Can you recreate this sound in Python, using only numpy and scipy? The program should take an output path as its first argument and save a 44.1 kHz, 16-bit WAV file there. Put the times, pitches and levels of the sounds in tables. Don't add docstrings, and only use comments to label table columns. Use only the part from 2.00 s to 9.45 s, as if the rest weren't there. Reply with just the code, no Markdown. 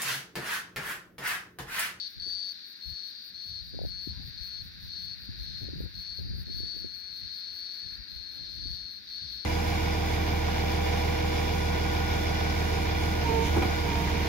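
import sys
import numpy as np
from scipy import signal
from scipy.fft import rfft, irfft
from scipy.io import wavfile
from scipy.ndimage import uniform_filter1d

SR = 44100
rng = np.random.default_rng(int(sys.argv[2]) if len(sys.argv) > 2 else 0)


def unload_audio(sound):
    columns = np.transpose(np.atleast_2d(sound))
    steps = np.round(np.clip(columns, -1, 1) * 32767)
    wavfile.write(sys.argv[1], SR, steps.astype(np.int16))


N = 328545
T = np.arange(N) / SR

# [t/s, rate/clicks per s]
CLICK_PACE = [(0, 194), (.45, 192), (1, 196), (1.5, 194.5), (2.05, 194.5), (2.55, 197), (4.65, 196.5),
              (4.95, 189), (5.75, 184), (5.88, 187), (6.301, 187), (6.6, 183.5), (7.45, 186.5)]


def undb(db):
    return 10 ** (np.asarray(db) / 20)


def unit(x):
    return x / np.sqrt(np.mean(x ** 2))


def curves(table):
    s, *columns = np.transpose(table)
    return [np.interp(T, s, c) for c in columns]


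def colour(x, points):
    hz, db = np.transpose(points)
    f = np.maximum(np.fft.rfftfreq(N, 1 / SR), 1)
    skirt = np.minimum(f / hz[0], 1) ** 2 * np.minimum(hz[-1] / f, 1) ** 10
    outline = undb(np.interp(np.log(f), np.log(hz), db))
    return unit(irfft(rfft(x) * skirt * outline, N))


def walk(rate):
    k = max(int(SR / rate), 2)
    steps = np.repeat(rng.standard_normal(N // k + 1), k)
    return unit(uniform_filter1d(uniform_filter1d(steps, k), k)[:N])


def drift(chance, size):
    return unit(uniform_filter1d(uniform_filter1d(chance, size), size))


def stereo_noise(likeness):
    mid, side = rng.standard_normal((2, N))
    c = np.clip(likeness, -1, 1)
    return (np.sqrt(1 + c) * mid + np.sqrt(1 - c) * np.array([side, -side])) / np.sqrt(2)


def pan(x, balance_db):
    gains = np.array([undb(balance_db / 2), undb(-balance_db / 2)]).reshape(2, -1)
    return x * gains / np.sqrt(np.mean(gains ** 2, axis=0))


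def ports(x, lag):
    left, right = np.broadcast_to(x, (2, N))
    delay = np.exp(-2j * np.pi * lag * np.fft.rfftfreq(N))
    return np.array([irfft(rfft(left) * delay, N), right])


def clicks(times, sizes, size=8):
    at = np.asarray(times)[:, None] * SR
    index = at.astype(int) + np.arange(1 - size, size + 1)
    window = np.sinc((index - at) / size)
    taps = np.sinc(index - at) * window * np.asarray(sizes)[:, None]
    inside = (index >= 0) & (index < N)
    return np.bincount(index[inside], taps[inside], N)


def scatter(x, t60):
    t = T[:int(t60 * SR)]
    tail = rng.standard_normal((2, len(t))) * np.exp(-np.log(1000) * t / t60)
    return np.array([unit(signal.fftconvolve(x, h)[:N]) for h in tail]) * np.std(x)


def surge_db():
    # [t/s, half length/s, rise/dB]
    surges = [(0.323, 0.11, 1.5), (4.665, 0.18, 3.5), (5.713, 0.27, 2), (6.712, 0.13, 4)]
    return sum(db * np.exp(-((T - s) / width) ** 2) for s, width, db in surges)


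def tymbals(start, end, db, pace=1, slow=.13, warm_s=.06, limp=0.0165, first_limp=0.252, settle_s=0.0423,
            tire=0.032, tire_s=.07, jitter=0.0025, weak_db=-0.8, scatter_db=0.84, stutter_s=.03,
            shy_db=-2.5, fade_db=-1.5, count=400):
    pace_wander, limp_wander = .0045, .018
    chance, k = rng.standard_normal((count, 4)), np.arange(count)
    s, rate = np.transpose(CLICK_PACE)
    age, side = k / rate.mean(), k % 2
    warming = np.exp(-age / warm_s)
    tired = np.exp(np.minimum(start + age - end, 0) / tire_s)
    drag = slow * warming + tire * tired + pace_wander * drift(chance[:, 2], size=10)
    lag = limp + first_limp * np.exp(-age / settle_s) + limp_wander * drift(chance[:, 3], size=16)
    uneven = lag * (-1) ** k
    period = (1 + drag + uneven + jitter * chance[:, 0]) / np.interp(start + age, s, rate * pace)
    times = start + np.cumsum(period) - period[0]
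    caught = (age > stutter_s) | (side == 0) | (rng.random(count) < .5)
    level_db = db + shy_db * warming + fade_db * tired + weak_db * side + scatter_db * chance[:, 1]
    return np.transpose([times, undb(level_db), side])[(times < end) & caught]


def click_ring(t, modes, bloom_s, tuning, order=3):
    bloom = (t / bloom_s) ** order * np.exp(-t / bloom_s)
    return bloom * sum(undb(db) * np.sin(2 * np.pi * hz * tuning * t) for hz, db in modes)


def sing(beats, modes, bloom_s, detune, stray=0.0013, bloom_spread=0.045):
    tension_per_db = 0.0066
    times, sizes, side = beats.T[:, :, None]
    chance = rng.standard_normal((len(beats), 2)).T[:, :, None]
    effort_db = 20 * np.log10(sizes) + np.interp(times, T, surge_db())
    tension = tension_per_db * (effort_db - effort_db.mean())
    tuning = 1 + detune * (-1) ** side + tension + stray * chance[0]
    index = np.ceil(times * SR).astype(int) + np.arange(SR // 80)
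    bloom = bloom_s * np.exp(bloom_spread * chance[1])
    rings = click_ring(index / SR - times, modes, bloom, tuning)
    period = SR / np.mean(CLICK_PACE, axis=0)[1]
    rings = rings * sizes * np.sqrt(period / np.sum(rings ** 2, axis=1, keepdims=True))
    inside = (index >= 0) & (index < N)
    return np.bincount(index[inside], rings[inside], N)


def snaps(beats, snap_s=0.0008):
    # [f/Hz, level/dB]
    snap_colour = [(3150, -13.5), (3430, 1.5), (3650, 1.5), (4000, -7), (4900, -4), (5300, -5.5),
                   (5680, -1.5), (5920, -8), (6300, -14), (6800, -33.5), (7100, -21.5), (7600, -32),
                   (8400, -25), (8900, -20.5), (9500, -39)]
    t = T[:SR // 100]
    power = signal.fftconvolve(clicks(beats[:, 0], beats[:, 1] ** 2), t * np.exp(-t / snap_s))[:N]
    return colour(np.sqrt(np.abs(power)) * rng.standard_normal(N), snap_colour)


def cicada(gain_db=2.0, balance_db=11.0, snap_db=-16, snap_balance_db=2, near_db=-17, far_db=-24):
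    # [start t/s, end t/s, level/dB]
    phrases = [(-.15, 0.078, -38), (.197, .521, -37), (.809, 1.091, -41.5), (1.343, 1.612, -41),
               (1.859, 2.12, -40.5), (2.375, 2.623, -41), (2.89, 3.146, -41), (3.396, 3.68, -43.5),
               (3.94, 4.201, -41), (4.455, 5.956, -43), (6.08, 6.986, -44.5), (7.075, 7.455, -41.5)]
    # [f/Hz, level/dB]
    abdomen_modes = [(3900, -28), (4345, 4), (4640, -26), (5660, -28.5)]
    beats = np.concatenate([tymbals(start, end, db) for start, end, db in phrases])
    song = sing(beats, abdomen_modes, bloom_s=0.00081, detune=0.004)
    crackle = pan(snaps(beats), snap_balance_db) * np.std(song) * undb(snap_db)
    direct = ports(pan(song, balance_db) + crackle, lag=20.3)
    returns = undb(near_db) * scatter(song, t60=0.053) + undb(far_db) * scatter(song, t60=0.29)
    return undb(gain_db + surge_db()) * (direct + pan(returns, balance_db=5.5))


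def katydid(gain_db=-2, tooth_hz=460, tooth_s=0.0015, opening_s=0.044, back_db=-14, rest_db=-77, sway_db=1):
    # [end t/s, level/dB]
    strokes = [(0.148, -64), (0.345, -64.0), (0.536, -63), (0.736, -60), (0.924, -60.5), (1.116, -61),
               (1.302, -61.5), (1.508, -60.5), (1.705, -65), (1.9, -61.5), (2.098, -63), (2.302, -63),
               (2.494, -59), (2.687, -61.5), (2.885, -62.0), (3.065, -61.5), (3.261, -63), (3.462, -61.5),
               (3.647, -64.5), (3.854, -63.5), (4.033, -61), (4.23, -63.5), (4.438, -59.5), (4.617, -58),
               (4.821, -63.5), (5.017, -62.5), (5.211, -62), (5.407, -61.5), (5.609, -62.5), (5.802, -62.5),
               (5.977, -65), (6.175, -64.5), (6.378, -63), (6.579, -65.5), (6.773, -63), (6.974, -66),
               (7.17, -66), (7.377, -62.0)]
    # [f/Hz, level/dB]
    wing_colour = [(8500, -19), (10000, -6.5), (11700, 0), (13200, 0.5), (14900, 3), (16000, -6.5)]
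    swell_s, hold_s, stop_s = 0.078, 0.037, .014
    grip_times = [-hold_s - swell_s, -hold_s, -stop_s / 2, stop_s / 2]
    force = np.full(N, undb(rest_db))
    for end, db in strokes:
        near = np.abs(T - end) < .15
        t = T[near] - end
        closing = np.sin(np.pi / 2 * np.interp(t, grip_times, [0, 1, 1, 0])) ** 2
        opening = undb(back_db) * np.exp(-(t / opening_s - 1) ** 2)
        force[near] += (closing + opening) * undb(db + gain_db)
    phase = np.cumsum(tooth_hz * (1 + 0.1 * walk(300))) / SR % 1
    tooth_decay = np.exp(-phase / tooth_hz / tooth_s)
    teeth = tooth_decay * rng.standard_normal(N) * undb(sway_db * walk(50))
    return ports(colour(teeth, wing_colour) * force, lag=11.7)


def chorus_strength(rest_db=-52, rest_balance_db=1.5, swell_balance_db=5, waver_db=1.1):
    # [t/s, half length/s, level/dB]
    swell_table = [(0, 0.091, -45.5), (0.423, 0.29, -48.5), (1.043, 0.22, -49), (1.504, 0.15, -49.5),
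                   (1.783, 0.1, -48), (2.376, 0.22, -48.5), (2.98, 0.17, -47), (3.541, 0.17, -46),
                   (4.092, 0.16, -48), (4.723, 0.18, -48.5), (5.36, 0.17, -46), (5.797, 0.18, -48),
                   (6.151, 0.09, -47), (6.447, 0.14, -46.5), (6.73, 0.1, -47), (7.33, 0.36, -47)]
    swell_power = sum(undb(db) ** 2 * np.exp(-((T - s) / width) ** 2) for s, width, db in swell_table)
    bed = pan(undb(rest_db), rest_balance_db)
    swells = pan(np.sqrt(swell_power), swell_balance_db)
    return np.hypot(bed, swells) * undb(waver_db * walk(10))


def chorus(gain_db=1, rate_hz=200, wander=.014, jitter=0.0069, scatter_db=2, blur_db=-2, count=3):
    # [f/Hz, level/dB]
    chorus_colour = [(2950, -22.5), (3300, -17.5), (3500, -9), (3700, -3.5), (4000, -2), (4400, 1.5),
                     (4650, -1.5), (4850, -8), (5100, -12), (5450, -15.5), (5880, -20), (6300, -28),
                     (6800, -38), (8000, -41), (8800, -37), (9500, -51)]
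    voices = 0
    for _ in range(count):
        rate = rate_hz * (1 + .05 * rng.standard_normal() + wander * walk(11))
        turns = np.cumsum(rate) / SR
        beats = np.arange(int(turns[-1]))
        chance = rng.standard_normal((len(beats), 2))
        times = np.interp(beats + jitter * chance[:, 0], turns, T)
        train = clicks(times, undb(scatter_db * chance[:, 1]))
        voices = voices + scatter(train, t60=.015)
    voices = unit(voices) + undb(blur_db) * stereo_noise(likeness=0.074)
    return colour(voices, chorus_colour) * chorus_strength() * undb(gain_db)


def valley(drone_db=-60.5, air_db=-68.0, peak_s=4.0, swell_s=2.05, swell_db=2.0, air_rise_db_per_s=0.47):
    # [f/Hz, level/dB]
    drone_colour = [(900, -17), (1250, -15), (1450, -3), (1660, 1.5), (2050, -4.5), (2350, -3), (2900, -9),
                    (3500, -48), (5000, -72)]
    # [f/Hz, level/dB]
    air_colour = [(20, -36), (60, -21), (190, 3.5), (310, 2), (450, -9), (800, -16), (2000, -22),
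                  (7000, -44), (15000, -18)]
    swell = swell_db * np.exp(-((T - peak_s) / swell_s) ** 2)
    drone_level_db = drone_db + swell + 1.0 * walk(2.195) + .5 * walk(25)
    drone = colour(ports(stereo_noise(likeness=0.37), lag=-6), drone_colour) * undb(drone_level_db)
    air_level_db = air_db + air_rise_db_per_s * T + 0.23 * walk(2.0)
    air = colour(stereo_noise(likeness=0.13), air_colour) * undb(air_level_db)
    return pan(drone, balance_db=2.5) + pan(air, balance_db=5.5)


def airflow(breeze_flutter_db=-17, breeze_balance_db=1, breeze_likeness=-0.57):
    # [t/s, level/dB]
    breeze_table = [(0, -64.5), (.8, -72.5), (1.35, -65), (1.7, -50), (3, -52), (3.13, -52), (3.4, -44.5),
                    (4.08, -52.5), (4.88, -53.5), (5.15, -62.5), (5.7, -65), (6.6, -49.5), (7.03, -65),
                    (7.25, -59), (7.45, -65)]
    # [start t/s, length/s, rumble level/dB, flutter level/dB, left minus right/dB, likeness of ports (-1 to 1)]
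    gusts = [(0.169, 0.2, -48.5, -59.5, 0.5, -0.9), (0.867, 0.063, -51.5, -85, 9, .8),
             (1.459, 0.24, -50, -80, 3, -0.026), (1.741, .13, -35.5, -45.5, 0.5, -1),
             (2.07, 0.05, -42.5, -69, 4, .3), (2.164, 0.14, -44, -65, 6, -0.37),
             (2.401, 0.027, -50, -72, 8, 0.39), (2.604, 0.075, -50.5, -76, 0, 0.045),
             (2.83, .07, -44.5, -75, -0.5, -0.78), (3.295, 0.053, -44, -64, 5, -0.15),
             (3.393, 0.12, -45, -63, 4, -.3), (3.618, 0.17, -40, -47.5, 3, -0.14),
             (3.8, 0.062, -36.5, -49.5, 3.5, -0.57), (3.952, 0.053, -45.5, -80, -0.5, -0.69),
             (4.2, 0.22, -36, -51, 3.5, -0.74), (4.469, 0.22, -39, -51, 0.5, -0.96),
             (4.744, 0.13, -43.5, -52.5, 1, -1.02), (5.21, 0.059, -52.5, -71, -3, -.2),
             (5.443, 0.19, -57, -82, -0.5, -0.78), (5.849, 0.089, -50.5, -66, 4, -0.44),
             (5.989, 0.033, -51.5, -68, 1, -.5), (6.122, 0.079, -50, -60.5, 2, -0.55),
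             (6.36, 0.26, -65, -59, -1, -0.32), (6.628, 0.11, -44.5, -62, 2.5, -.4),
             (6.811, .04, -50.5, -72, 1, -0.52), (7.214, 0.17, -53, -70, 5.5, -0.25)]
    attack_s, release_s, sag_db_per_s = 0.0099, 0.021, 13.5
    breeze = pan(undb(curves(breeze_table)[0]), breeze_balance_db)
    large, small = breeze ** 2, (breeze * undb(breeze_flutter_db)) ** 2
    shared = breeze_likeness * large
    for start, length, rumble_db, flutter_db, balance_db, likeness in gusts:
        age = T - start
        shape = np.exp(np.minimum(age, 0) / attack_s - np.maximum(age - length, 0) / release_s)
        sag = undb(-sag_db_per_s * np.clip(age, 0, length))
        power = pan(shape * sag, balance_db) ** 2
        rumble = power * undb(rumble_db) ** 2
        large = large + rumble
        small = small + power * undb(flutter_db) ** 2
        shared = shared + likeness * rumble
    return np.sqrt(large), np.sqrt(small), shared.sum(axis=0) / large.sum(axis=0)


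def even(x, seconds):
    k = max(int(seconds * SR), 2)
    return x / np.sqrt(uniform_filter1d(uniform_filter1d(np.mean(x ** 2, axis=0), k), k))


def wind(rumble_db=0.0, flutter_db=-2, churn_db=2.5, tear_db=4):
    # [f/Hz, level/dB]
    rumble_colour = [(20, -38), (35, -8.5), (55, 2.5), (85, -1), (120, -6.5), (190, -10.5), (330, -29),
                     (700, -44.5)]
    # [f/Hz, level/dB]
    flutter_colour = [(80, -23.5), (170, -2.5), (300, 5.5), (450, -5), (650, -13), (900, -22), (1400, -35)]
    large, small, likeness = airflow()
    rumble = even(colour(stereo_noise(likeness), rumble_colour), seconds=0.044)
    rumble = rumble * undb(rumble_db + churn_db * walk(30))
    eddies = stereo_noise(likeness=-0.66) * undb(tear_db * walk(110))
    flutter = even(colour(eddies, flutter_colour), seconds=0.036) * undb(flutter_db)
    return rumble * large + flutter * small


def eddies_passing(table, cycles, opposite):
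    out = np.zeros((2, N))
    for s, db, hz, balance_db in table:
        near = np.abs(T - s) < .06
        turns = (T[near] - s) * hz
        phase = rng.uniform(0, 2 * np.pi) + np.array([[0], [np.pi * opposite]])
        swing = np.exp(-(turns / cycles) ** 2) * np.cos(2 * np.pi * turns + phase)
        out[:, near] += pan(swing, balance_db) * undb(db)
    return out


def flaps(gain_db=5):
    # [t/s, peak level/dB, centre f/Hz, left minus right/dB]
    flap_table = [(.266, -42.5, 324, 4), (.277, -44, 373, 3.5), (1.747, -41.5, 388, 6),
                  (1.791, -32, 567, 9), (1.817, -32.5, 486, 7), (1.838, -37, 489, 9), (1.851, -34, 507, 8),
                  (2.075, -33.5, 266, 13), (2.198, -40, 193, 17), (3.291, -39, 205.2, 16),
                  (3.688, -38.5, 393, 5), (3.736, -35.5, 260, 1), (3.806, -34, 382, 5.5),
                  (3.84, -38, 295, 8), (4.191, -42, 427, 4), (4.5, -40.5, 280, 2), (4.605, -37.5, 314, 2),
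                  (4.636, -39.5, 330, 1), (4.765, -41.5, 350, 1), (4.847, -36, 356, -1),
                  (4.854, -43, 298, 1), (6.658, -42.5, 243, 19)]
    return eddies_passing(flap_table, cycles=0.64, opposite=0.81) * undb(gain_db)


def second_cicada(gain_db=-1, balance_db=8.5, foliage_db=-3):
    # [start t/s, end t/s, level/dB]
    answers = [(0.516, 0.78, -53), (1.077, 1.314, -48), (1.58, 1.923, -49.5), (2.09, 2.425, -50.5),
               (2.606, 2.722, -56), (3.128, 3.368, -50), (3.656, 3.881, -50.5), (4.171, 4.421, -47),
               (5.25, 5.46, -50), (5.848, 6.103, -49.5)]
    # [f/Hz, level/dB]
    answer_modes = [(4130, -4.5), (4470, 1), (4690, -4.5)]
    beats = np.concatenate([tymbals(start, end, db, pace=1.07, jitter=0.009, scatter_db=1.0, shy_db=-3.5)
                            for start, end, db in answers])
    song = sing(beats, answer_modes, bloom_s=0.00054, detune=0.0053, stray=.008)
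    heard = ports(song, lag=27.5) + undb(foliage_db) * scatter(song, t60=.02)
    return pan(heard, balance_db) * undb(gain_db)


def thumps(gain_db=-1):
    # [t/s, peak level/dB, centre f/Hz, left minus right/dB]
    thump_table = [(.876, -35, 60, 17), (.922, -39, 86, 11), (1.62, -38.5, 66, 6), (2.092, -34.5, 90, -1),
                   (2.125, -35, 74.8, 8), (2.418, -33.5, 62, 12), (2.856, -39, 72, 3),
                   (3.298, -31.5, 89, 1), (3.415, -33.5, 58, 7), (3.644, -31, 78, 10), (3.853, -29, 85, 7),
                   (4.212, -31, 77.5, 3), (5.245, -47, 57, 1), (6.0, -38.5, 55.1, 9), (6.16, -40, 62, 1),
                   (6.672, -37, 62, 3), (6.718, -34.5, 66, 0)]
    return eddies_passing(thump_table, cycles=0.86, opposite=0.74) * undb(gain_db)


def bird(wet_db=-2):
    # [start t/s, length/s, first f/Hz, last f/Hz, level/dB]
    whistles = [(2.075, .135, 820, 1125, -72), (2.18, .065, 733, 856, -71)]
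    song = np.zeros(N)
    for start, length, first_hz, last_hz, db in whistles:
        part = np.clip((T - start) / length, 0, 1)
        phase = 2 * np.pi * np.cumsum(first_hz * (last_hz / first_hz) ** part) / SR
        song = song + undb(db) * np.sin(np.pi * part) * np.sin(phase)
    return song + undb(wet_db) * scatter(song, t60=0.27)


def ticks(hz=4300, ring_s=0.00099, balance_db=5):
    # [t/s, peak level/dB]
    tick_table = [(2.92, -31), (2.943, -35), (5.376, -34), (5.419, -31), (5.549, -34)]
    t = T[:SR // 100] - .005
    ring = np.exp(-(t / ring_s) ** 2) * np.sin(2 * np.pi * hz * t)
    s, db = np.transpose(tick_table)
    return pan(signal.fftconvolve(clicks(s, undb(db)), ring, "same"), balance_db)


def fly(gain_db=-3):
    # [t/s, wingbeat f/Hz, level/dB]
    flight = [(6.2, 290, -100), (6.31, 286, -71), (6.38, 274.3, -63.5), (6.48, 288.5, -70),
              (6.57, 277, -79), (6.63, 298, -78), (6.75, 301, -100)]
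    # [multiple of wingbeat, level/dB]
    harmonics = [(1, 1), (2, -4), (3, -8), (4, -13.5), (5, -6)]
    hz, db = curves(flight)
    phase = 2 * np.pi * np.cumsum(hz * (1 + 0.012 * walk(40))) / SR
    buzz = unit(sum(undb(level) * np.sin(k * phase) for k, level in harmonics))
    return pan(buzz * undb(db + gain_db), balance_db=3)


def scene():
    insects = cicada() + katydid() + chorus() + second_cicada() + ticks() + fly()
    gusty_wind = wind() + flaps() + thumps()
    return insects + valley() + bird() + gusty_wind


def record(dry):
    low_cut = signal.butter(2, 28, "high", fs=SR, output="sos")
    top_cut = signal.ellip(10, .1, 80, 15700, fs=SR, output="sos")
    return signal.sosfilt(top_cut, signal.sosfilt(low_cut, dry))


dry = scene()
out = record(dry)
unload_audio(out)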